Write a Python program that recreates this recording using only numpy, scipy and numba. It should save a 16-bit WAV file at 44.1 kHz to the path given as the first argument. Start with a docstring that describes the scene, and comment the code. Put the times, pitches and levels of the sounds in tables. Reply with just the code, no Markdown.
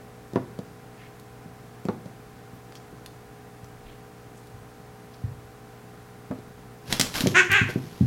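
"""In a small room with a wooden floor, where an appliance hums, two cats face off.
A tail slaps the boards and excites their damped modes; claws tick as filtered noise bursts.
Then paws skid as dense runs of tiny slips, bodies thump down on the same modes,
and one cat gives a short, harsh double cry: rough pulses and rasp through throat resonances.
Brushes of fur, one short claw skid and low rumbles are swells of band-limited noise."""
import sys
import numpy as np
from scipy import signal
from scipy.fft import rfft, irfft, next_fast_len
from scipy.io import wavfile
from scipy.ndimage import uniform_filter1d
from numba import njit

SR = 44100
rng = np.random.default_rng(int(sys.argv[2]) if len(sys.argv) > 2 else 0)


def store_pcm(level_fs):
    """Save levels as 16-bit WAV."""
    pcm = np.round(np.clip(level_fs, -1, 1) * 32767).astype(np.int16)
    wavfile.write(sys.argv[1], SR, np.atleast_2d(pcm).T)


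N = 355446
TIME = np.arange(N) / SR

# Source levels apply before the room adds its echoes and tail.
# Mains hum of the appliance: (frequency [Hz], rms level [dB])
HUM = [(119.8, -52), (179.7, -61.5), (239.6, -60.5), (299.5, -63), (419.5, -55.5), (479.3, -59), (659, -69),
       (719, -64), (779, -59), (1018.7, -68)]
# Spectrum of the steady room noise: (frequency [Hz], relative density [dB per Hz])
AIR_SPECTRUM = [(25, -21), (55, -5.5), (85, -10), (125, -6), (160, -6), (300, -10.5), (450, -15.5),
                (600, -14), (900, -16.5), (1500, -17.5), (3000, -28.5), (6500, -32.5), (10000, -34),
                (16000, -37)]
AIR_DB = -49.5  # rms

# Floorboard modes: (frequency [Hz], level [dB], free ring time T60 [s])
BOARD_MODES = [(73.5, -9.5, 0.28), (106.7, -9, 0.2), (130, -3, 0.15), (165.6, 1, 0.094),
               (212.7, -5.5, 0.14), (262.6, -1.5, 0.096), (329, -10.5, 0.14), (380.5, 0.5, 0.051),
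               (498, -5.5, 0.064), (622, -7, 0.093), (870, -11, 0.031), (970, -1, 0.011),
               (1239, 6.5, 0.024), (1623, 5, 0.026), (1990, 0, 0.052), (2453, 0, 0.05)]
# Softer contacts drive lower modes: lowest frequency as a share of the hardness, and its range
LOWEST_SHARE, LOWEST_MIN_HZ, LOWEST_MAX_HZ = 0.51, 82, 139.4
# Tail whips the floor: (time [s], peak level [dB], contact hardness [Hz])
TAIL_SLAPS = [(.3585, -10, 860), (1.886, -14.5, 860), (6.311, -20.5, 850)]
# Tail base or tip touches down before and after a slap: (time [s], peak level [dB])
TAIL_TOUCHES = [(0.3342, -24.5), (.5895, -22.5), (1.853, -19.5), (2.058, -27.5), (6.387, -31)]
# Ring settings are shares of the modes' free ring time
SLAP_RING, THUMP_RING = 0.93, 1.04
TOUCH_HARD_HZ, TOUCH_RING = 460, 0.42
REBOUND_S, REBOUND_DB = 0.01, -6.5  # the tail bounces once, lightly
# Fur smacks the varnish: level against the slap [dB], T60 [s], tilt [dB per octave]
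SMACK_DB, SMACK_T60, SMACK_TILT_DB = -20.5, 0.056, -5.5
# Hair ticks in a light touch: level against the touch [dB], T60 [s], tilt [dB per octave]
HAIR_TICK_DB, HAIR_TICK_T60, HAIR_TILT_DB = -14, 0.04, 2

# Faint brushes of fur and one short claw skid, at 2.765 s:
# (time [s], rms level at the crest [dB], centre [Hz], length [s])
BRUSHES_AND_SKID = [(1.015, -53.5, 2150, 0.062), (2.55, -63, 14000, .03), (2.765, -51.5, 4700, 0.014),
                    (3.882, -57.5, 2720, .066), (4.374, -65, 7400, .043), (5.14, -61, 4000, 0.024)]
# Claws catch on the wood: (time [s], peak level [dB], brightness tilt [dB per octave])
CLAW_CATCHES = [(1.198, -39, 10), (2.723, -36, -6), (2.754, -31.5, -1), (3.061, -28, 2), (3.644, -40.5, 6),
                (4.471, -41, 6), (6.9264, -5, 0.5), (6.9971, -4.5, 2), (7.001, -5, 0.5), (7.012, 0, 1.5),
                (7.141, -20, 0), (7.156, -16, -4), (7.207, -10.5, 2), (7.271, -9, -1.5), (7.5169, -15.5, 7),
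                (7.528, -19, 12)]
# Colour of a claw on varnished wood: (frequency [Hz], level [dB])
CLAW_COLOUR = [(200, -44), (700, -28), (1500, 7), (2400, 4), (3600, 11), (6000, 4.5), (9000, -3.5),
               (12500, -8.5), (15500, -13)]
CLAW_T60 = 0.038  # s
# Paws and bodies land; the last heavy thump booms on with a second bump:
# (time [s], peak level [dB], contact hardness [Hz])
THUMPS = [(1.458, -32.5, 230), (2.531, -38, 250), (2.926, -36.5, 353), (3.63, -37, 130), (4.539, -38, 120),
          (5.238, -20, 133), (6.304, -25.5, 187), (6.925, -19.5, 745), (6.997, -16, 800),
          (7.237, -13.5, 260), (7.2601, -12.5, 450), (7.2694, -9, 295), (7.321, -23, 450),
          (7.496, -25, 167), (7.516, -23, 168.6), (7.613, -13.5, 197.5), (7.69, -22, 458),
          (7.758, -12, 288), (8.008, -7.5, 202), (8.03, -13.5, 180)]
# Low rumbles as weight shifts: (time [s], rms level at the crest [dB], centre [Hz], length [s])
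WEIGHT_SHIFTS = [(3.84, -45, 34, 0.11), (4.58, -49, 80, 0.095), (6.55, -52, 55.6, 0.12),
                 (6.9, -42, 123, 0.037), (7.06, -38, 110, .03), (7.215, -36, 190, 0.025)]

# Strokes of sliding paws and fur: (time [s], length [s], rms level [dB])
SLIDE_STROKES = [(6.919, 0.022, -32), (7.022, .012, -32), (7.158, 0.049, -29.5), (7.267, .025, -37),
                 (7.695, 0.011, -41.5)]
# Colour of the sliding: (frequency [Hz], level [dB])
SCUFFLE_COLOUR = [(120, 11), (300, 7.5), (800, 5.5), (1500, 4), (2600, 4), (5500, 2.5), (8500, -8),
                  (12000, -2), (15500, -17)]
STROKE_RISE_DB_PER_S, STROKE_FALL_DB_PER_S = 395, 217
TUSSLE_S, TUSSLE_DB = 6.9, -53  # from here on the coats keep rubbing

# Two yowls and a trailing growl: (time [s], length [s], rms level [dB],
# mouth opening at the start [0-1], roughness at the start [0-1], release [dB per s])
CALLS = [(7.338, .06, -15, 0, 0.39, 620), (7.485, 0.095, -20, 0.46, 0.23, 270),
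         (7.666, 0.022, -35, .02, .62, 650)]
# Pitch of the two yowls, one list each: (time [s], pitch [Hz])
YOWL_PITCH = [
    [(7.343, 343.5), (7.353, 340.2), (7.365, 368.9), (7.389, 371.2), (7.403, 366.3), (7.419, 317),
     (7.44, 303)],
    [(7.49, 472.4), (7.504, 403), (7.52, 381), (7.538, 394.8), (7.552, 429.3), (7.574, 393.2), (7.6, 365.3)],
]
# The voice sinks to this: (time [s], pitch [Hz])
GROWL_END = (7.70, 295)
# Throat and mouth resonances: (centre with the mouth half open [Hz], width [Hz],
# level extrapolated to an opening of 1.5 [dB], gain from shut to wide open [dB])
THROAT = [(1090, 91, -3.5, -12), (1554, 100, 1.5, -14.5), (1795, 360, 1.5, -11), (2180, 460, 14, 14),
          (2470, 140, 7.5, 5), (2730, 82, -27, 18)]
# The lowest and highest resonances stand apart; same columns
LOW_THROAT = (337, 126, -13.5, -19.5)
HIGH_THROAT = (6592, 1000, -18, -14)
ATTACK_SHARE = 0.25  # of a call's length
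MOUTH_OPENS_PER_S, MOUTH_WIDEST = 10.4, 0.92
# As a call dies away its roughness moves to this value: the yowls roughen, the growl eases slightly
ROUGHNESS_MOVES_S, DYING_ROUGHNESS = 0.03, 0.51
# The highest resonance comes out as the cat forces its voice [dB per dB]
FULL_EFFORT_DB, EFFORT_BRIGHTENS = -15.5, 0.72

# Decay of the room: (frequency [Hz], T60 [s])
ROOM_T60 = [(100, 0.72), (400, 0.44), (2000, 0.36), (6000, 0.4), (15000, 0.31)]
# Nearby glass, wall and ceiling: (delay [s], level before each group's echo offset [dB])
ECHOES = [(.0042, -15.5), (0.0103, -8.5), (0.0166, -10)]
CUTOFF_HZ = 16000


def from_db(db):
    """Logarithmic level: decibels become an amplitude ratio."""
    return 10 ** (np.asarray(db) / 20)


def rms_one(x):
    """Normalisation: scale to unit effective value."""
    return x / np.sqrt(np.mean(x ** 2) + 1e-20)


def at_hz(points, hz):
    """Interpolation: read a table along log frequency."""
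    table_hz, value = np.transpose(points)
    return np.interp(np.log(hz + 1), np.log(table_hz), value)


def coloured(x, spectrum):
    """Spectral shaping: weight the spectrum of a noise and return it at unit rms."""
    size = next_fast_len(len(x))
    hz = np.arange(size // 2 + 1) * SR / size
    gain = from_db(at_hz(spectrum, hz))
    return rms_one(irfft(rfft(x, size) * gain, size)[:len(x)])


def cut(x, hz, kind, order=2):
    """Band limitation: a Butterworth filter."""
    hz = np.clip(hz, 10, 0.45 * SR)
    return signal.sosfilt(signal.butter(order, hz, kind, fs=SR, output="sos"), x)


def wobble(hz, size):
    """Random modulation: low-passed noise of unit spread."""
    settled = cut(rng.standard_normal(size + SR), hz, "low")[SR:]
    return rms_one(settled)


def add(track, s, sound, peak_db):
    """Superposition: lay a sound into a track at a given time and peak level."""
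    at = int(s * SR)
    part = sound[:max(N - at, 0)]
    track[at:at + len(part)] += part * from_db(peak_db) / np.abs(sound).max()


def background(waver=0.05):
    """Steady sources: slightly wavering mains harmonics over even room noise."""
    hum = np.zeros(N)
    for hz, db in HUM:
        tone = np.sqrt(2) * np.sin(2 * np.pi * (hz * TIME + rng.random()))
        hum += from_db(db) * tone * (1 + waver * wobble(3, N))
    air = coloured(rng.standard_normal(N), AIR_SPECTRUM)
    return hum + from_db(AIR_DB) * air


def blow(hard_hz, free, spot_db=4.5, flutter_db=7, flutter_t60=0.073, slap_db=3, slap_hz=1500):
    """Modal excitation: soft contacts reach only low modes; one that stays down damps them."""
    t = TIME[:SR // 3]
    hz, level_db, t60 = np.transpose(BOARD_MODES)[:, :, None]
    modes = np.sin(2 * np.pi * hz * t) * from_db(level_db - 60 * t / (t60 * free))
    # the spot struck weights the modes
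    spot_gain = from_db(spot_db * rng.standard_normal(len(BOARD_MODES)))
    ring = spot_gain @ modes
    # many weak modes merge into a noise
    crowd = rms_one(cut(rng.standard_normal(len(t)), [300, 3500], "band"))
    crowd = crowd * from_db(flutter_db - 60 * t / flutter_t60)
    lowest_hz = np.clip(LOWEST_SHARE * hard_hz, LOWEST_MIN_HZ, LOWEST_MAX_HZ)
    boards = cut(ring + crowd, hard_hz, "low", order=3)
    boards = cut(boards, lowest_hz, "high", order=4)
    # air squeezed out under the contact: one short pulse, stronger for hard blows
    rise = t * 2 * np.pi * slap_hz
    pulse = cut(rise * np.exp(-rise), 250, "high")
    slap = pulse * from_db(slap_db) * (hard_hz / slap_hz) ** 2
    return boards / np.abs(boards).max() + slap


def tick(t60, tilt_db, snap_db=7, snap_s=0.00097):
    """Impulsive contact: a sharp snap on varnish, then a brief noisy decay."""
    t = TIME[:SR // 10]
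    fade = from_db(-60 * t / t60) + from_db(snap_db) * np.exp(-t / snap_s)
    colour = [(hz, db + tilt_db * np.log2(hz)) for hz, db in CLAW_COLOUR]
    grain = coloured(rng.standard_normal(len(t)), colour)
    level = np.sqrt(uniform_filter1d(grain ** 2, size=40) + 1e-9)
    return fade * grain / level


def tail():
    """Impact and rebound: the tail smacks the boards, or just touches them with a tick of hair."""
    out = np.zeros(N)
    for s, peak_db, hard_hz in TAIL_SLAPS:
        add(out, s, blow(hard_hz, SLAP_RING), peak_db)
        add(out, s, tick(SMACK_T60, SMACK_TILT_DB), peak_db + SMACK_DB)
        add(out, s + REBOUND_S, blow(TOUCH_HARD_HZ, TOUCH_RING), peak_db + REBOUND_DB)
    for s, peak_db in TAIL_TOUCHES:
        add(out, s, blow(TOUCH_HARD_HZ, TOUCH_RING), peak_db)
        add(out, s, tick(HAIR_TICK_T60, HAIR_TILT_DB), peak_db + HAIR_TICK_DB)
    return out


def swells(rows, width, rise_share, uneven_db=3.0):
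    """Amplitude envelope: soft, uneven bands of noise that come faster than they go."""
    out = np.zeros(N)
    for s, db, hz, length in rows:
        noise = rms_one(cut(rng.standard_normal(N), [hz / width, hz * width], "band"))
        span = length * np.where(TIME < s, rise_share, 1 / rise_share)
        out += from_db(db) * noise * np.exp(-2 * ((TIME - s) / span) ** 2)
    return out * from_db(uneven_db * wobble(62, N))


def brushes_and_skid():
    """Light friction: brushing fur and one short claw skid give faint bands of noise."""
    return swells(BRUSHES_AND_SKID, width=1.33, rise_share=0.78)


def claws():
    """Stick and release: each claw catches and lets go with a tick."""
    out = np.zeros(N)
    for s, peak_db, tilt_db in CLAW_CATCHES:
        add(out, s, tick(CLAW_T60, tilt_db), peak_db)
    return out


def thumps():
    """Impact: paws and bodies set the board modes ringing; a second bump prolongs the last heavy thump."""
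    out = np.zeros(N)
    for s, peak_db, hard_hz in THUMPS:
        add(out, s, blow(hard_hz, THUMP_RING), peak_db)
    return out


def rumbles():
    """Slow loading: shifting weight gives low bands of noise."""
    return swells(WEIGHT_SHIFTS, width=1.47, rise_share=0.96)


def scuffle(spread_db=0.5):
    """Stick-slip friction: a dense run of uneven tiny slips, in strokes that swell, hold and fade."""
    grains_per_s, bunch_db, bunch_hz = 3500, 4, 90
    strokes_db = []
    for s, length, db in SLIDE_STROKES:
        before = np.maximum(s - TIME, 0)
        after = np.maximum(TIME - (s + length), 0)
        strokes_db.append(db - STROKE_RISE_DB_PER_S * before - STROKE_FALL_DB_PER_S * after)
    rubbing = from_db(TUSSLE_DB) * (TIME > TUSSLE_S)
    level = np.maximum(from_db(np.max(strokes_db, axis=0)), rubbing)
    # the slips come in bunches
    chance = grains_per_s * from_db(bunch_db * wobble(bunch_hz, N)) / SR
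    slipping = rng.random(N) < chance
    size = from_db(spread_db * np.minimum(rng.exponential(1, N), 4))
    slips = slipping * rng.choice([-1, 1], N) * size
    return level * coloured(slips, SCUFFLE_COLOUR)


@njit
def resonate(x, hz, width, sr):
    """Resonance: a two-pole filter whose centre moves; gain 1 on top."""
    y, r = np.zeros(len(x)), np.exp(-np.pi * width / sr)
    for i in range(2, len(x)):
        drive = (1 - r * r) / 2 * (x[i] - x[i - 2])
        y[i] = drive + 2 * r * np.cos(2 * np.pi * hz[i] / sr) * y[i - 1] - r * r * y[i - 2]
    return y


def throat(pitch, mouth, rough, strain, lift=0.046, rasp=0.94, low_edge_hz=900, high_edge_hz=3000):
    """Source and filter: uneven fold pulses and rasp ring the throat, here at an even level."""
    jitter, shimmer, flutter_hz = 0.11, 0.75, 200
    size = len(pitch)
    # cycle-to-cycle jitter smears the high harmonics and leaves the low ones clear
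    unsteady = rms_one(cut(wobble(flutter_hz, size), 50.5, "high"))
    phase = 2 * np.pi * np.cumsum(pitch * (1 + jitter * rough * unsteady)) / SR
    pulses = rms_one(sum(np.cos(k * phase) for k in range(1, 36)))
    breath = rng.standard_normal(size) * (1 + np.cos(phase))
    puffs = rms_one(cut(breath, 1200, "high", order=1))
    voiced = pulses * (1 - rough) * (1 + shimmer * rough * wobble(flutter_hz, size))
    source = voiced + rasp * rough * puffs
    # the opening mouth lifts and brightens the resonances
    resonances = []
    for hz, width, db, gain_db in [LOW_THROAT, *THROAT, HIGH_THROAT]:
        centre = hz * (1 + lift * (mouth - 0.5))
        gain = from_db(db + gain_db * (mouth - 1.5))
        resonances.append(gain * resonate(source, centre, float(width), SR))
    low, *main, high = resonances
    # deep valleys lie on both sides of the main resonances
    voice = cut(cut(sum(main), low_edge_hz, "high"), high_edge_hz, "low", order=5)
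    voice = voice + cut(low, 810, "low") + strain * cut(high, 7800, "low")
    return voice / np.sqrt(uniform_filter1d(voice ** 2, size=400) + 1e-12)


def cry():
    """Phonation: calls swell and hold as the mouth opens, then fade; yowls roughen, the growl eases."""
    out, t = np.zeros(N), TIME[:SR // 4]
    points = [point for call in YOWL_PITCH for point in call] + [GROWL_END]
    pitch = np.interp(TIME, *np.transpose(points))
    for s, length, db, opening, roughness, release_db_per_s in CALLS:
        at = int(s * SR)
        on = slice(at, at + len(t))
        dying = np.maximum(t - length, 0)
        effort = from_db(db) * (1 - np.exp(-(t / (ATTACK_SHARE * length)) ** 2))
        strain = (effort / from_db(FULL_EFFORT_DB)) ** EFFORT_BRIGHTENS
        mouth = np.minimum(opening + MOUTH_OPENS_PER_S * t, MOUTH_WIDEST)
        rough = np.interp(dying, [0, ROUGHNESS_MOVES_S], [roughness, DYING_ROUGHNESS])
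        level = effort * from_db(-release_db_per_s * dying)
        out[on] += level * throat(pitch[on], mouth, rough, strain)
    return out


def room(x, tail_db, echo_db, build_s=0.0076):
    """Reverberation: direct sound, near echoes and a diffuse tail with its own decay in each band."""
    t = TIME[:SR // 2]
    edges = np.geomspace(50, 18000, 10)
    diffuse = np.zeros(len(t))
    for low, high in zip(edges, edges[1:]):
        band = cut(rng.standard_normal(len(t)), [low, high], "band")
        diffuse += band * from_db(-60 * t / at_hz(ROOM_T60, np.sqrt(low * high)))
    diffuse *= 1 - np.exp(-(t / build_s) ** 2)
    response = from_db(tail_db) * diffuse / np.sqrt(np.sum(diffuse ** 2))
    response[0] += 1
    for delay, db in ECHOES:
        response[int(delay * SR)] += from_db(db + echo_db)
    return signal.fftconvolve(x, response)[:N]


def scene():
    """Superposition: floor, paws and voice share the room; rumbles and background bypass it."""
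    floor = room(tail() + thumps(), tail_db=-11.5, echo_db=-7) + rumbles()
    paws = room(claws() + scuffle() + brushes_and_skid(), tail_db=-11.5, echo_db=-7)
    voice = room(cut(cry(), 200, "high"), tail_db=-7, echo_db=2.5)
    return (floor + paws + voice + background())[None]


def record(dry):
    """Band limitation: an elliptic low-pass cuts the top steeply."""
    low_pass = signal.ellip(10, 0.2, 80, CUTOFF_HZ, fs=SR, output="sos")
    return signal.sosfilt(low_pass, dry)


dry = scene()
out = record(dry)
store_pcm(out)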